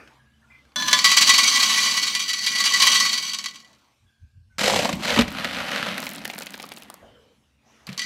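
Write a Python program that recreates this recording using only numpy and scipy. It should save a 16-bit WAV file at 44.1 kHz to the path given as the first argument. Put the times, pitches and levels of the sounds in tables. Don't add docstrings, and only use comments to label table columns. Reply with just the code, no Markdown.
import sys
import numpy as np
from scipy import signal
from scipy.io import wavfile
from scipy.ndimage import uniform_filter1d

SR = 44100
rng = np.random.default_rng(int(sys.argv[2]) if len(sys.argv) > 2 else 0)


def level_to_linear(level):
    exponent = np.asarray(level, float) / 20
    return 10 ** exponent


def to_wav(s):
    ch = np.atleast_2d(s).T
    pcm = np.round(np.clip(ch, -1, 1) * 32767)
    wavfile.write(sys.argv[1], SR, pcm.astype(np.int16))


N = 355005
T = np.arange(N) / SR


def evened(x):
    return x / np.sqrt(np.mean(x ** 2) + 1e-20)


def read(points, hz):
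    f, value = np.transpose(points)
    return np.interp(np.log(hz + 1), np.log(f + 1), value)


def curve(points):
    return np.interp(T, *np.transpose(points))


def controls(spans):
    s, db = np.concatenate(spans).T
    heard = np.any([(T >= a[0][0]) & (T <= a[-1][0]) for a in spans], axis=0)
    for a, b in zip(spans, spans[1:]):
        end_s, next_s = a[-1][0], b[0][0]
        if next_s - end_s < 0.5:
            heard |= (T > end_s) & (T < next_s)
    return np.where(heard, np.interp(T, s, db), -200)


def coloured(x, points):
    db = read(points, abs(np.fft.fftfreq(4096, 1 / SR)))
    log_gain = np.log(level_to_linear(np.maximum(db, -90)))
    taps = np.fft.ifft(np.exp(np.conj(signal.hilbert(log_gain)))).real[:2048]
    return signal.oaconvolve(x, taps)[:len(x)]


def resonate(x, hz, width):
    return signal.lfilter(*signal.iirpeak(hz, hz / max(width, 1), SR), x)


def highpass(x, order, hz):
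    return signal.sosfilt(signal.butter(order, hz, "high", fs=SR, output="sos"), x)


def band(x, lo_hz, hi_hz):
    return evened(signal.sosfilt(signal.butter(3, [lo_hz, hi_hz], "band", fs=SR, output="sos"), x))


def hail(per_s, spread_db):
    struck = rng.random(N) < per_s / SR
    size = np.minimum(rng.exponential(1, N), 4.5)
    return evened(struck * rng.choice([-1., 1.], N) * level_to_linear(spread_db * size))


def levelled(clicks, seconds_inverse):
    return clicks / np.sqrt(uniform_filter1d(clicks ** 2, SR // seconds_inverse) + .05)


def bursts(rows, rise_s):
    out = np.zeros(N)
    for s, peak_db, fade_s in rows:
        at = round(s * SR)
        t = T[:min(round(.12 * SR), N - at)]
        out[at:at + len(t)] += level_to_linear(peak_db) * (1 - np.exp(-t / rise_s)) * np.exp(-t / max(fade_s, .002))
    return out


def ringer(hz, width, seconds):
    t = T[:SR // (10 if seconds < .13 else 5)]
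    cycles = np.outer(hz, t) + rng.random((len(hz), 1))
    modes = np.exp(-np.pi * np.outer(width, t)) * np.sin(2 * np.pi * cycles)
    modes *= np.minimum(t / 0.00025, 1)

    def strike(db, spread_db):
        size = level_to_linear(db + spread_db * rng.standard_normal(len(hz))) * rng.choice([-1., 1.], len(hz))
        ring = size * np.sqrt(width) @ modes
        return ring / np.linalg.norm(ring)
    return strike


# time_s, flow_db
POURS = [
    [(0.76, -29), (0.89, -22), (0.93, -16.5), (1.02, -23.5), (1.05, -15.5), (1.12, -16), (1.15, -20.5),
     (1.16, -18)],
    [(1.25, -15), (1.85, -17), (2.32, -30), (2.55, -23), (2.92, -14.5), (3.28, -29), (3.45, -33.5),
     (3.72, -54), (3.92, -66)],
    [(7.975, -31), (7.991, -29.5), (8.05, -27)],
]
# time_s, peak_db
PINGS = [(0.7593, -9), (0.7996, -12), (0.8228, -9.5), (0.882, -1), (0.9298, 7.5), (0.9899, -2),
         (1.0439, 3.5), (1.095, -9), (1.1122, -13), (1.1655, -8), (1.173, -3), (1.2084, -3.5),
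         (2.0638, -22.5), (2.1505, -5), (2.2904, -13), (2.3797, -21.5), (2.4634, -7), (2.6528, -10.5),
         (3.3338, -10), (3.3448, -10.5), (3.3868, -12), (3.441, -14.5), (3.4595, -10.5), (3.484, -21),
         (3.544, -29.5), (3.557, -25), (3.6017, -33), (3.7301, -42.5), (7.9775, -15), (7.9935, -11.5),
         (8.0174, -16), (8.0314, -24.5)]
# time_s, peak_db, fade_s
CLUMPS = [(1.0449, -1, 0.014), (1.0923, -7.5, 0.014), (1.1127, -6, 0.014), (1.1661, 1, 0.014),
          (1.2095, -1, 0.014), (1.2689, -2, 0.014), (1.2898, -1.5, 0.014), (1.3342, -4, 0.014),
          (1.3771, -1.5, 0.014), (1.4275, -6.5, 0.014), (1.4689, -5.5, 0.014), (1.5527, -6, 0.014),
          (1.5986, -9, 0.014), (1.6211, -6, 0.014), (1.6989, -7, 0.014), (1.7707, -9.5, 0.014),
          (1.8321, -8.5, 0.014), (1.9638, -10, 0.014), (2.0216, -11.5, 0.014), (2.065, -12, 0.014),
          (2.1509, -13, 0.014), (2.1923, -13, 0.014), (2.2127, -18, 0.014), (2.2776, -15, 0.014),
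          (2.29, -14, 0.014), (2.327, -13, 0.014), (2.3803, -19, 0.014), (2.4167, -18, 0.014),
          (2.4357, -17, 0.014), (2.4636, -9.5, 0.014), (2.5494, -12.5, 0.014), (2.5819, -13, 0.014),
          (2.5958, -11.5, 0.014), (2.6357, -12, 0.014), (2.6532, -6, 0.014), (2.7325, -6.5, 0.014),
          (2.7969, -6, 0.014), (2.8173, -3.5, 0.014), (2.8483, -8.5, 0.014), (2.8637, -4.5, 0.014),
          (2.9146, -7.5, 0.014), (2.9416, -6.5, 0.014), (2.9954, -6, 0.014), (3.0493, -9, 0.014),
          (3.1241, -9.5, 0.014), (3.1725, -17, 0.014), (3.2199, -16.5, 0.014), (3.2628, -18, 0.014)]
FULL_FLOW_DB = -16.5
EMPTIED_S = (3.28, 3.36)


def pellet_stream(flow_db, buried, emptied_db):
    per_s = np.clip(1300 * level_to_linear(0.54 * (flow_db - FULL_FLOW_DB)), 150, 1800)
    handfuls = bursts(CLUMPS, rise_s=0.004) * level_to_linear(-5.5 - np.maximum(flow_db, -40))
    pellets = levelled(hail(per_s * (1 + 1.2 * handfuls ** 2), spread_db=3.0), 25)
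    between = level_to_linear(-3.5 * buried * (T < EMPTIED_S[0]))
    clumps_db = 0.5 * band(rng.standard_normal(N), 5.35, 30)
    clumps_db += 20 * np.log10(np.hypot(between, handfuls))
    stream = level_to_linear(flow_db - 0.54 + 2.8 * buried - emptied_db + clumps_db) * pellets
    s, peak_db = np.transpose(PINGS)
    at = np.round(s * SR).astype(int)
    stream[at] = level_to_linear(peak_db + 14 + 0.13 * emptied_db[at])
    return stream, clumps_db


# time_s, share
AIM = [
    (1.9, 0.28),
    (2.35, 1.6),
    (3.1, 1.3),
    (3.4, 0.15),
    (7.98, 0.15),
    (7.995, 2.4),
]
# pitch_hz, level_db
PAN = [(1486, -53), (1970, -36), (2245, -41), (2406, -39), (2697, -50), (2929, -38), (3262, -41),
       (3747, -42), (4118, -38), (4441, -34), (4597, -34), (4759, -38), (5157, -46), (5346, -44),
       (5965, -39), (6390, -46), (6616, -46), (6885, -50), (7052, -47), (7241, -46), (7569, -49),
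       (7827, -48), (8339, -52), (8834, -51), (9275, -53), (9518, -57), (9803, -53), (10196, -57),
       (10820, -60), (11305, -61)]
# pitch_hz, width_hz, level_db
DOME = [(616.4, 14, -21), (1019, 11, -5), (1178, 6.1, -11), (1484, 18, -12), (1717, 13, 1), (2440, 19, -19),
        (3060, 14, -10), (3455, 7.8, 0.5), (4310, 17, -9), (4100, 16, -6.5), (4550, 12, -9),
        (5214, 24, -18), (5360, 20, -11), (6030, 22, -7)]
# pitch_hz, width_hz, level_db
TRAY = [(935, 60, -10.5), (1032, 27, -2.5), (1086.5, 21, 3), (1126.7, 22, 3), (1181, 18, -6),
        (1210, 47, -10.5)]
# pitch_hz, width_hz, level_db
LIP = [(4118, 20, -5), (4442, 18, 0), (4510, 18, -4), (4598, 14, 0), (4760, 20, -4), (5950, 25, -5),
       (6014, 22, -5)]
# pitch_hz, level_db_per_hz
STEEL = [(240, -55), (400, -33), (921, -20.5), (1110, -10.5), (1730, -11.5), (1930, -6.5), (3580, -2),
         (4580, -2), (5030, -6.5), (6050, -2), (13500, -27), (16000, -37.5)]
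# pitch_hz, width_hz, level_db
BUNCHES = [(2260, 140, 5.5), (3090, 260, 5.5), (3930, 190, 4.5), (4550, 200, 4), (6020, 180, 3.5)]


def pan_ring(stream, flow_db, buried, emptied_db):
    spots, small = 5, 240
    aimed = curve(AIM)
    tray_db = np.interp(T, (0.79, 1.95), [-14.5, -13.5])
    tray_db += 0.5 * aimed * np.clip(flow_db - FULL_FLOW_DB, -16, 0)
    lip_db = 0.3 * np.clip(FULL_FLOW_DB - flow_db, 0, 12) - 10 - emptied_db * (T < 7)
    wall_db = -26 + 9 * aimed

    hz = 1250 + 14500 * ((np.arange(small) + rng.random(small)) / small) ** 1.5
    crowd_db = read(STEEL, hz) + 5 * np.log10(hz)
    crowd_db += sum(db * np.exp(-((hz - f) / w) ** 2) for f, w, db in BUNCHES)
    pan_hz, pan_db = np.transpose(PAN)
    tray, dome, lip = np.transpose(TRAY), np.transpose(DOME), np.transpose(LIP)
    strike_crowd = ringer(hz, 26 + 0.0027 * hz, .1)
    strike_rim = ringer(pan_hz, 9 + 0.0017 * pan_hz, .2)
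    strike_tray = ringer(*tray[:2], .1)
    strike_dome = ringer(*dome[:2], .2)
    strike_lip = ringer(*lip[:2], .2)
    strike_wall = ringer(np.array([1969.]), np.array([11.]), .25)

    dwell = np.repeat(rng.integers(0, spots, N // 2000 + 1), 2000)[:N]
    spot = np.where(rng.random(N) < .6, dwell, rng.integers(0, spots, N))
    out = np.zeros(N)
    for k in range(spots):
        hits = stream * (spot == k)
        covered = hits * buried
        struck = [
            (hits * level_to_linear(-7.75 + 3.95 * buried), strike_crowd(crowd_db, 3.4)),
            (covered * level_to_linear(-6.0), strike_rim(pan_db, 5)),
            (covered * level_to_linear(lip_db), strike_lip(lip[2], 4.0)),
            (covered * level_to_linear(wall_db), level_to_linear(4 * rng.standard_normal()) * strike_wall(0, 0)),
            (covered * level_to_linear(tray_db), strike_tray(tray[2], 4)),
            (hits * (1 - buried) * level_to_linear(0.5), strike_dome(dome[2], 2.5)),
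        ]
        out += sum(signal.oaconvolve(blows, ring)[:N] for blows, ring in struck)
    return highpass(out, 4, 560)


# pitch_hz, width_hz, level_db
BOOM = [(211.5, 27, -8), (225, 86, 6)]


def dry_patter(stream, clumps_db, flow_db, buried, emptied_db):
    clicks = hail(per_s=1800, spread_db=3.0)
    out = level_to_linear(flow_db - 23.5 - emptied_db + 1.4 * clumps_db) * band(clicks, 5600, 21000)
    out += level_to_linear(-42) * band(stream, 2500, 13500)
    out += level_to_linear(flow_db - 31) * band(hail(per_s=3000, spread_db=2.5), 400, 900)
    drum = sum(level_to_linear(db) * resonate(clicks, f, w) for f, w, db in BOOM)
    return out + level_to_linear(0.62 * flow_db - 34.5 + 9.9 * (1 - buried)) * band(drum, 110, 320)


def pour():
    flow_db = controls(POURS)
    buried = np.interp(T, (0.84, 1.03), [0, 1])
    emptied_db = np.interp(T, EMPTIED_S, [0, 8.5])
    stream, clumps_db = pellet_stream(flow_db, buried, emptied_db)
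    ring = pan_ring(stream, flow_db, buried, emptied_db)
    return ring + dry_patter(stream, clumps_db, flow_db, buried, emptied_db)


def follower(effort_db, shear, base_db, push_db, share, lag_s):
    keep = np.exp(-1 / (lag_s * SR))
    effort = level_to_linear(effort_db + 24)
    late = signal.lfilter([1 - keep], [1, -keep], effort)
    late = np.maximum(late, 0.3 * effort)
    return level_to_linear(base_db + push_db * shear) * late ** share


# time_s, crunch_db
DIG = [
    [(4.583, -28), (4.593, -28), (4.64, -21), (4.84, -27), (4.99, -43.5), (5.04, -26.5), (5.1, -21.5),
     (5.21, -24.5), (5.26, -42)],
    [(5.27, -39.5), (5.39, -29), (5.57, -29), (5.83, -25.5), (6.21, -40), (6.34, -39.5), (6.83, -49),
     (7.0, -64)],
    [(7.87, -39.5), (7.968, -46), (7.975, -46)],
]
# time_s, grains_per_s
GRAINS_PER_S = [
    (4.6, 5150),
    (5.9, 4040),
    (6.2, 930),
    (6.9, 670),
    (7.9, 1300),
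]
# time_s, share
SHEAR = [
    (4.75, 1.36),
    (5.2, 0.61),
    (5.34, .25),
]
# time_s, peak_db, fade_s
SURGES = [(4.5914, -11, 0.007), (4.6108, -16, 0.007), (4.6353, -17.5, 0.007), (4.6527, -10, 0.007),
          (4.6777, -7.5, 0.007), (4.759, -8, 0.007), (4.7889, -9.5, 0.007), (4.8228, -15.5, 0.007),
          (4.8468, -10.5, 0.007), (4.8912, -17, 0.007), (4.9286, -20.5, 0.007), (4.9969, -29, 0.007),
          (5.0338, -20.5, 0.007), (5.0478, -15, 0.007), (5.0892, -12.5, 0.007), (5.1027, -14, 0.007),
          (5.1426, -12, 0.007), (5.1601, -10.5, 0.007), (5.189, -12.5, 0.007), (5.1895, -6, 0.007),
          (5.2089, -8, 0.007), (5.2798, -25, 0.007), (5.3157, -27, 0.007), (5.3481, -25.5, 0.007),
          (5.3651, -26, 0.007), (5.3835, -21, 0.007), (5.3955, -18, 0.007), (5.4454, -9, 0.007),
          (5.5093, -23, 0.007), (5.5287, -21, 0.007), (5.5457, -18, 0.007), (5.5656, -18, 0.007),
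          (5.5836, -16, 0.007), (5.6006, -14.5, 0.007), (5.6664, -22.5, 0.007), (5.6839, -20, 0.007),
          (5.7148, -15, 0.007), (5.7298, -14.5, 0.007), (5.7587, -13.5, 0.007), (5.7712, -16.5, 0.007),
          (5.8255, -18.5, 0.007), (5.8655, -17, 0.007), (5.8829, -15.5, 0.007), (5.9079, -19, 0.007),
          (5.9498, -23, 0.007)]
# pitch_hz, level_db_per_hz
PELLET = [(180, -31), (300, 11), (343, -4), (455, -19.5), (603, 9), (915, 4.5), (2000, 1.5), (3600, -4.5),
          (7200, -15.5), (13100, -51.5), (16000, -66)]
# pitch_hz, width_hz, level_db
KNOCK = [(400, 90, -3), (500, 106, 1), (559, 206, 8), (715, 160, 0), (882, 260, 1.5)]


def crunch():
    kinds = 16
    clicks = levelled(hail(curve(GRAINS_PER_S), spread_db=3.5), 30)
    kind, t, grains = rng.integers(0, kinds, N), T[:300], np.zeros(N)
    for k, puff in enumerate(rng.standard_normal((kinds, len(t)))):
        grain = evened(puff * np.exp(-t / 0.00093))
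        grains += signal.oaconvolve(clicks * (kind == k), grain)[:N]

    shear = curve(SHEAR)
    level_db = controls(DIG) - 3.0 + 2.08 * shear
    jerks = bursts(SURGES, rise_s=0.0013) * level_to_linear(-7 - np.maximum(level_db, -50))
    jerks = np.hypot(level_to_linear(-1.5), jerks)
    grains, clicks = grains * jerks, clicks * jerks ** 0.8

    out = level_to_linear(level_db) * band(coloured(grains, PELLET), 1000, 6850)
    out += level_to_linear(level_db - 9.5) * shear * band(grains, 4190, 7800)
    fizz = follower(level_db, shear, base_db=-47, push_db=4.5, share=0.73, lag_s=1e-4)
    boom = follower(level_db, shear, base_db=-33.5, push_db=6.5, share=0.99, lag_s=0.28)
    knock = follower(level_db, shear, base_db=-33, push_db=6.5, share=1.0, lag_s=0.025)
    out += fizz * band(clicks, 6500, 13200)
    for gain, modes in ((boom, BOOM), (knock, KNOCK)):
        body = sum(level_to_linear(db) * resonate(resonate(grains, f, w), f, 3 * w) for f, w, db in modes)
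        out += gain * evened(body)
    return out


def drop(s, peak_db, hz, knock_db):
    t = T[:1500]
    puff = rng.standard_normal(len(t))
    rattle = evened(resonate(puff, hz, 0.29 * hz)) + 0.43 * band(puff, 600, 5500)
    out = rattle * (np.exp(-t / 0.0035) + 0.18 * np.exp(-t / 0.012)) / 2.4
    out += level_to_linear(knock_db) * band(puff, 350, 1300) * np.exp(-t / 0.0051) / 0.64
    return round(s * SR), level_to_linear(peak_db) * out * np.minimum(t / .0003, 1)


def skip(s, peak_db):
    t, hz = T[:300], rng.uniform(4000, 9000)
    puff = rng.standard_normal(len(t))
    tick = band(puff, 3500, 15500) + 0.5 * evened(resonate(puff, hz, 0.4 * hz))
    tick *= np.exp(-t / 0.0009)
    return round(s * SR), level_to_linear(peak_db + 2.5) * tick / abs(tick).max()


def thud(s, peak_db, hz, t60):
    t = T[:round(t60 * SR)]
    return round(s * SR), level_to_linear(peak_db - 60 * t / t60) * np.sin(2 * np.pi * hz * t) * (1 - np.exp(-t / 0.0015))


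# time_s, peak_db, pitch_hz
SLIPS = [(0.0752, -41, 2460), (0.652, -47.5, 1530), (0.7192, -46, 1720), (4.698, -9, 900),
         (4.737, -13, 800), (4.8546, -10.5, 900), (4.8914, -12, 1150), (4.9283, -14.5, 2440),
         (5.176, -7.5, 1000), (5.1884, -11.5, 2900), (5.219, -12, 2140), (5.2796, -22, 2190),
         (5.4454, -12, 1630), (5.5458, -22, 1430), (5.715, -21, 1690), (5.7592, -16, 1790),
         (7.8685, -29, 4200), (7.8903, -25.5, 2500), (7.9285, -26, 3400)]
# time_s, peak_db, pitch_hz
SPILLS = [(5.979, -16, 1800), (6.0278, -20.5, 1640), (6.0677, -18.5, 2240), (6.1131, -40, 1930),
          (6.134, -42, 3390), (6.1525, -26, 1790), (6.1811, -29, 3200), (6.2153, -30, 1610),
          (6.2525, -15.5, 1720), (6.2772, -25, 1590), (6.299, -20, 2200), (6.3372, -25.5, 2110),
          (6.3808, -22.5, 1620), (6.4076, -24.5, 1390), (6.4226, -23.5, 2700), (6.4678, -23, 2590),
          (6.5226, -49, 1280), (6.5404, -21, 1700), (6.576, -39, 1010), (6.599, -24, 2260),
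          (6.6283, -33, 2610), (6.6389, -25, 1200), (6.718, -25, 2250), (6.7721, -32, 2900),
          (6.822, -33, 2710), (6.9, -31.5, 1240), (6.9407, -37.5, 1070)]
# time_s, peak_db
BOUNCES = [(5.9798, -25), (6.0029, -22), (6.02, -27), (6.0273, -30), (6.039, -24), (6.048, -28),
           (6.0575, -24), (6.0666, -24), (6.0803, -34), (6.0916, -22), (6.1021, -29), (6.1129, -28),
           (6.135, -24), (6.1489, -32), (6.16, -27), (6.1809, -35), (6.1916, -32), (6.2493, -24),
           (6.2545, -22), (6.278, -26), (6.2937, -35), (6.305, -28), (6.3134, -33), (6.336, -29),
           (6.3488, -33), (6.3658, -39), (6.3811, -27), (6.388, -20.5), (6.4002, -27), (6.4107, -36),
           (6.421, -23.5), (6.4328, -30), (6.4607, -28), (6.4677, -32), (6.5063, -29), (6.522, -39),
           (6.5369, -31), (6.5413, -33), (6.5542, -35), (6.5781, -32), (6.5988, -41), (6.6062, -37),
           (6.6208, -32), (6.6279, -25), (6.6548, -35), (6.6645, -32), (6.6903, -31.5), (6.7186, -33),
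           (6.7231, -30), (6.7379, -35), (6.7643, -31), (6.7683, -36), (6.7728, -35), (6.7786, -38),
           (6.7844, -34), (6.802, -38), (6.822, -32), (6.8337, -36), (6.9008, -28), (6.9415, -29.5)]
# time_s, peak_db
SNAPS = [(4.8808, -34.5), (4.8923, -37), (4.9267, -31), (4.9556, -30), (5.219, -24.5), (5.2799, -37),
         (5.3057, -33), (5.3248, -32), (5.4445, -37), (5.7149, -31), (5.759, -34.5), (7.87, -34.5)]
# time_s, peak_db, pitch_hz, t60_s
THUDS = [
    (4.935, -17, 189, 0.066),
    (5.172, -12, 238, 0.12),
    (5.19, -3.5, 234.6, 0.11),
    (5.188, -11, 440, 0.08),
    (7.876, -40, 165, 0.2),
    (7.889, -26, 198, 0.12),
    (7.896, -31.5, 144, 0.18),
    (7.92, -36, 186, 0.18),
]


def spill_and_bump():
    sounds = [drop(*row, knock_db=-19.5) for row in SLIPS]
    sounds += [drop(s, db, hz, knock_db=-15 - 0.42 * (db + 20)) for s, db, hz in SPILLS]
    sounds += [skip(*row) for row in BOUNCES + SNAPS]
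    sounds += [thud(*row) for row in THUDS]
    out = np.zeros(N)
    for at, sound in sounds:
        out[at:at + len(sound)] += sound[:N - at]
    return out


# pitch_hz, t60_s
ROOM = [(150, 0.14), (1000, 0.79), (4000, 0.35), (12000, 0.33)]


def room(x):
    taps = np.zeros(SR)
    at = np.arange(200, SR - 20, 20)
    taps[at + rng.integers(0, 20, len(at))] = rng.choice([-1., 1.], len(at))
    hz, t, z = signal.stft(taps, SR, nperseg=256)
    tail = signal.istft(z * level_to_linear(-60 * t / read(ROOM, hz)[:, None]), SR)[1]
    return signal.fftconvolve(x, tail / np.linalg.norm(tail))[:N]


# time_s, peak_db, rise_db_per_s, fall_db_per_s
WIND = [
    (4.05, -55.5, 231.5, 400),
    (4.235, -42, 600, 450),
    (4.375, -44, 400, 300.5),
    (4.46, -59.5, 200, 300),
    (4.74, -37.5, 102, 85.5),
    (4.95, -38.5, 321, 178.5),
    (5.21, -28, 200.5, 234.5),
    (5.4, -51.5, 48.5, 19),
    (7.03, -54, 900, 87.5),
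]


def wind():
    gusts = sum(level_to_linear(db - np.where(T < s, rise * (s - T), fall * (T - s))) for s, db, rise, fall in WIND)
    return gusts * (T > 3.9) * band(rng.standard_normal(N), 46, 112)


# time_s, level_db
AIR = [(0.0, -48), (0.3, -70.5), (0.48, -66.5), (0.51, -59.5), (0.74, -64), (3.7, -60.5), (3.88, -64),
       (3.966, -70.5), (4.432, -85), (4.57, -73.5), (6.96, -52.5), (7.046, -56.5), (7.588, -74.5),
       (7.722, -58), (7.86, -58.5)]
# pitch_hz, level_db_per_hz
AIR_COLOUR = [(88, -31.5), (150, -4), (169, -18.5), (235, 1), (414, -9), (484, -6), (1120, -7), (2060, -9),
              (2650, -11.5), (13400, -32), (16000, -44)]


def gated_air():
    hz, t, z = signal.stft(rng.standard_normal(N), SR, nperseg=512)
    patches = uniform_filter1d(rng.standard_normal(z.shape), 5, axis=0)
    patches = evened(uniform_filter1d(patches, 14, axis=1))
    colour = level_to_linear(read(AIR_COLOUR, hz))
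    colour *= np.sqrt(len(hz)) / np.linalg.norm(colour[(hz > 350) & (hz < 2500)])
    open_db = np.interp(t, *np.transpose(AIR))
    treble = np.clip(np.log2(hz / 1800 + 1e-9), 0, 1)[:, None]
    treble_db = 0.54 * treble * (-56.5 - open_db)
    return signal.istft(z * colour[:, None] * level_to_linear(open_db - 4.0 + treble_db + 3 * patches), SR)[1][:N]


# pitch_hz, width_hz, rms_db
HUM = [(70, 7.2, -65), (129, 4, -66), (225, 4.5, -67)]


def refrigerator():
    ducked = np.interp(T, (.8, 1.3), [0, 1]) - np.interp(T, (4.4, 8.3), [0, .7])
    return sum(level_to_linear(db - 10 * ducked) * evened(resonate(rng.standard_normal(N), f, width))
               for f, width, db in HUM)


# time_s, pitch_hz, width_hz, rms_db, length_s
FAINT_SOUNDS = [(.165, 1650, 130, -68, 0.24), (.325, 3020, 80, -73, 0.095), (.415, 1420, 90, -67, 0.12),
                (.415, 1700, 150, -67, .05), (0.494, 2054, 54, -57.5, 0.15), (.497, 2350, 237.6, -61, 0.12),
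                (4.03, 1600, 120, -77, 0.47), (4.06, 3373, 140, -77, 0.12), (7.015, 603, 416.7, -54, 0.11),
                (4.495, 1500, 55.6, -69.5, 0.14), (4.52, 2150, 60, -80, .05), (7.02, 3050, 260, -69, 0.4),
                (7.101, 486, 120, -61, 0.26), (7.13, 1700, 99, -72.5, 0.1), (7.58, 2450, 149.6, -76.5, 0.071),
                (3.622, 1960, 28, -60, 0.098), (7.636, 5958, 1190, -71.5, 0.38), (7.2, 5892, 700.4, -83, 0.17)]


def faint_clinks_and_rustles():
    out = np.zeros(N)
    for s, f, width, db, length in FAINT_SOUNDS:
        t = T[:round(length * SR)]
        noise = rng.standard_normal(SR // 2)
        ring = evened(resonate(resonate(noise, f, width), f, width))[-len(t):]
        ring *= level_to_linear(db + 8.0 - 14 * t / length) * signal.windows.tukey(len(t), .3)
        out[round(s * SR):][:len(t)] += ring
    return out


def scene():
    close = pour() + crunch() + spill_and_bump()
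    kitchen = gated_air() + refrigerator() + faint_clinks_and_rustles()
    return (close + room(level_to_linear(-17.0) * close) + wind() + kitchen)[None]


def low_pass(x):
    return signal.sosfilt(signal.butter(12, 16470, fs=SR, output="sos"), x)


def record(dry):
    thin = highpass(dry, 3, 45)
    limited = 1.156 * np.tanh(thin / 1.254)
    edge = signal.firwin(255, 15900, window=("kaiser", 8), fs=SR)[None]
    mix = signal.oaconvolve(limited, edge, "same")
    return low_pass(mix)


dry = scene()
out = record(dry)
to_wav(out)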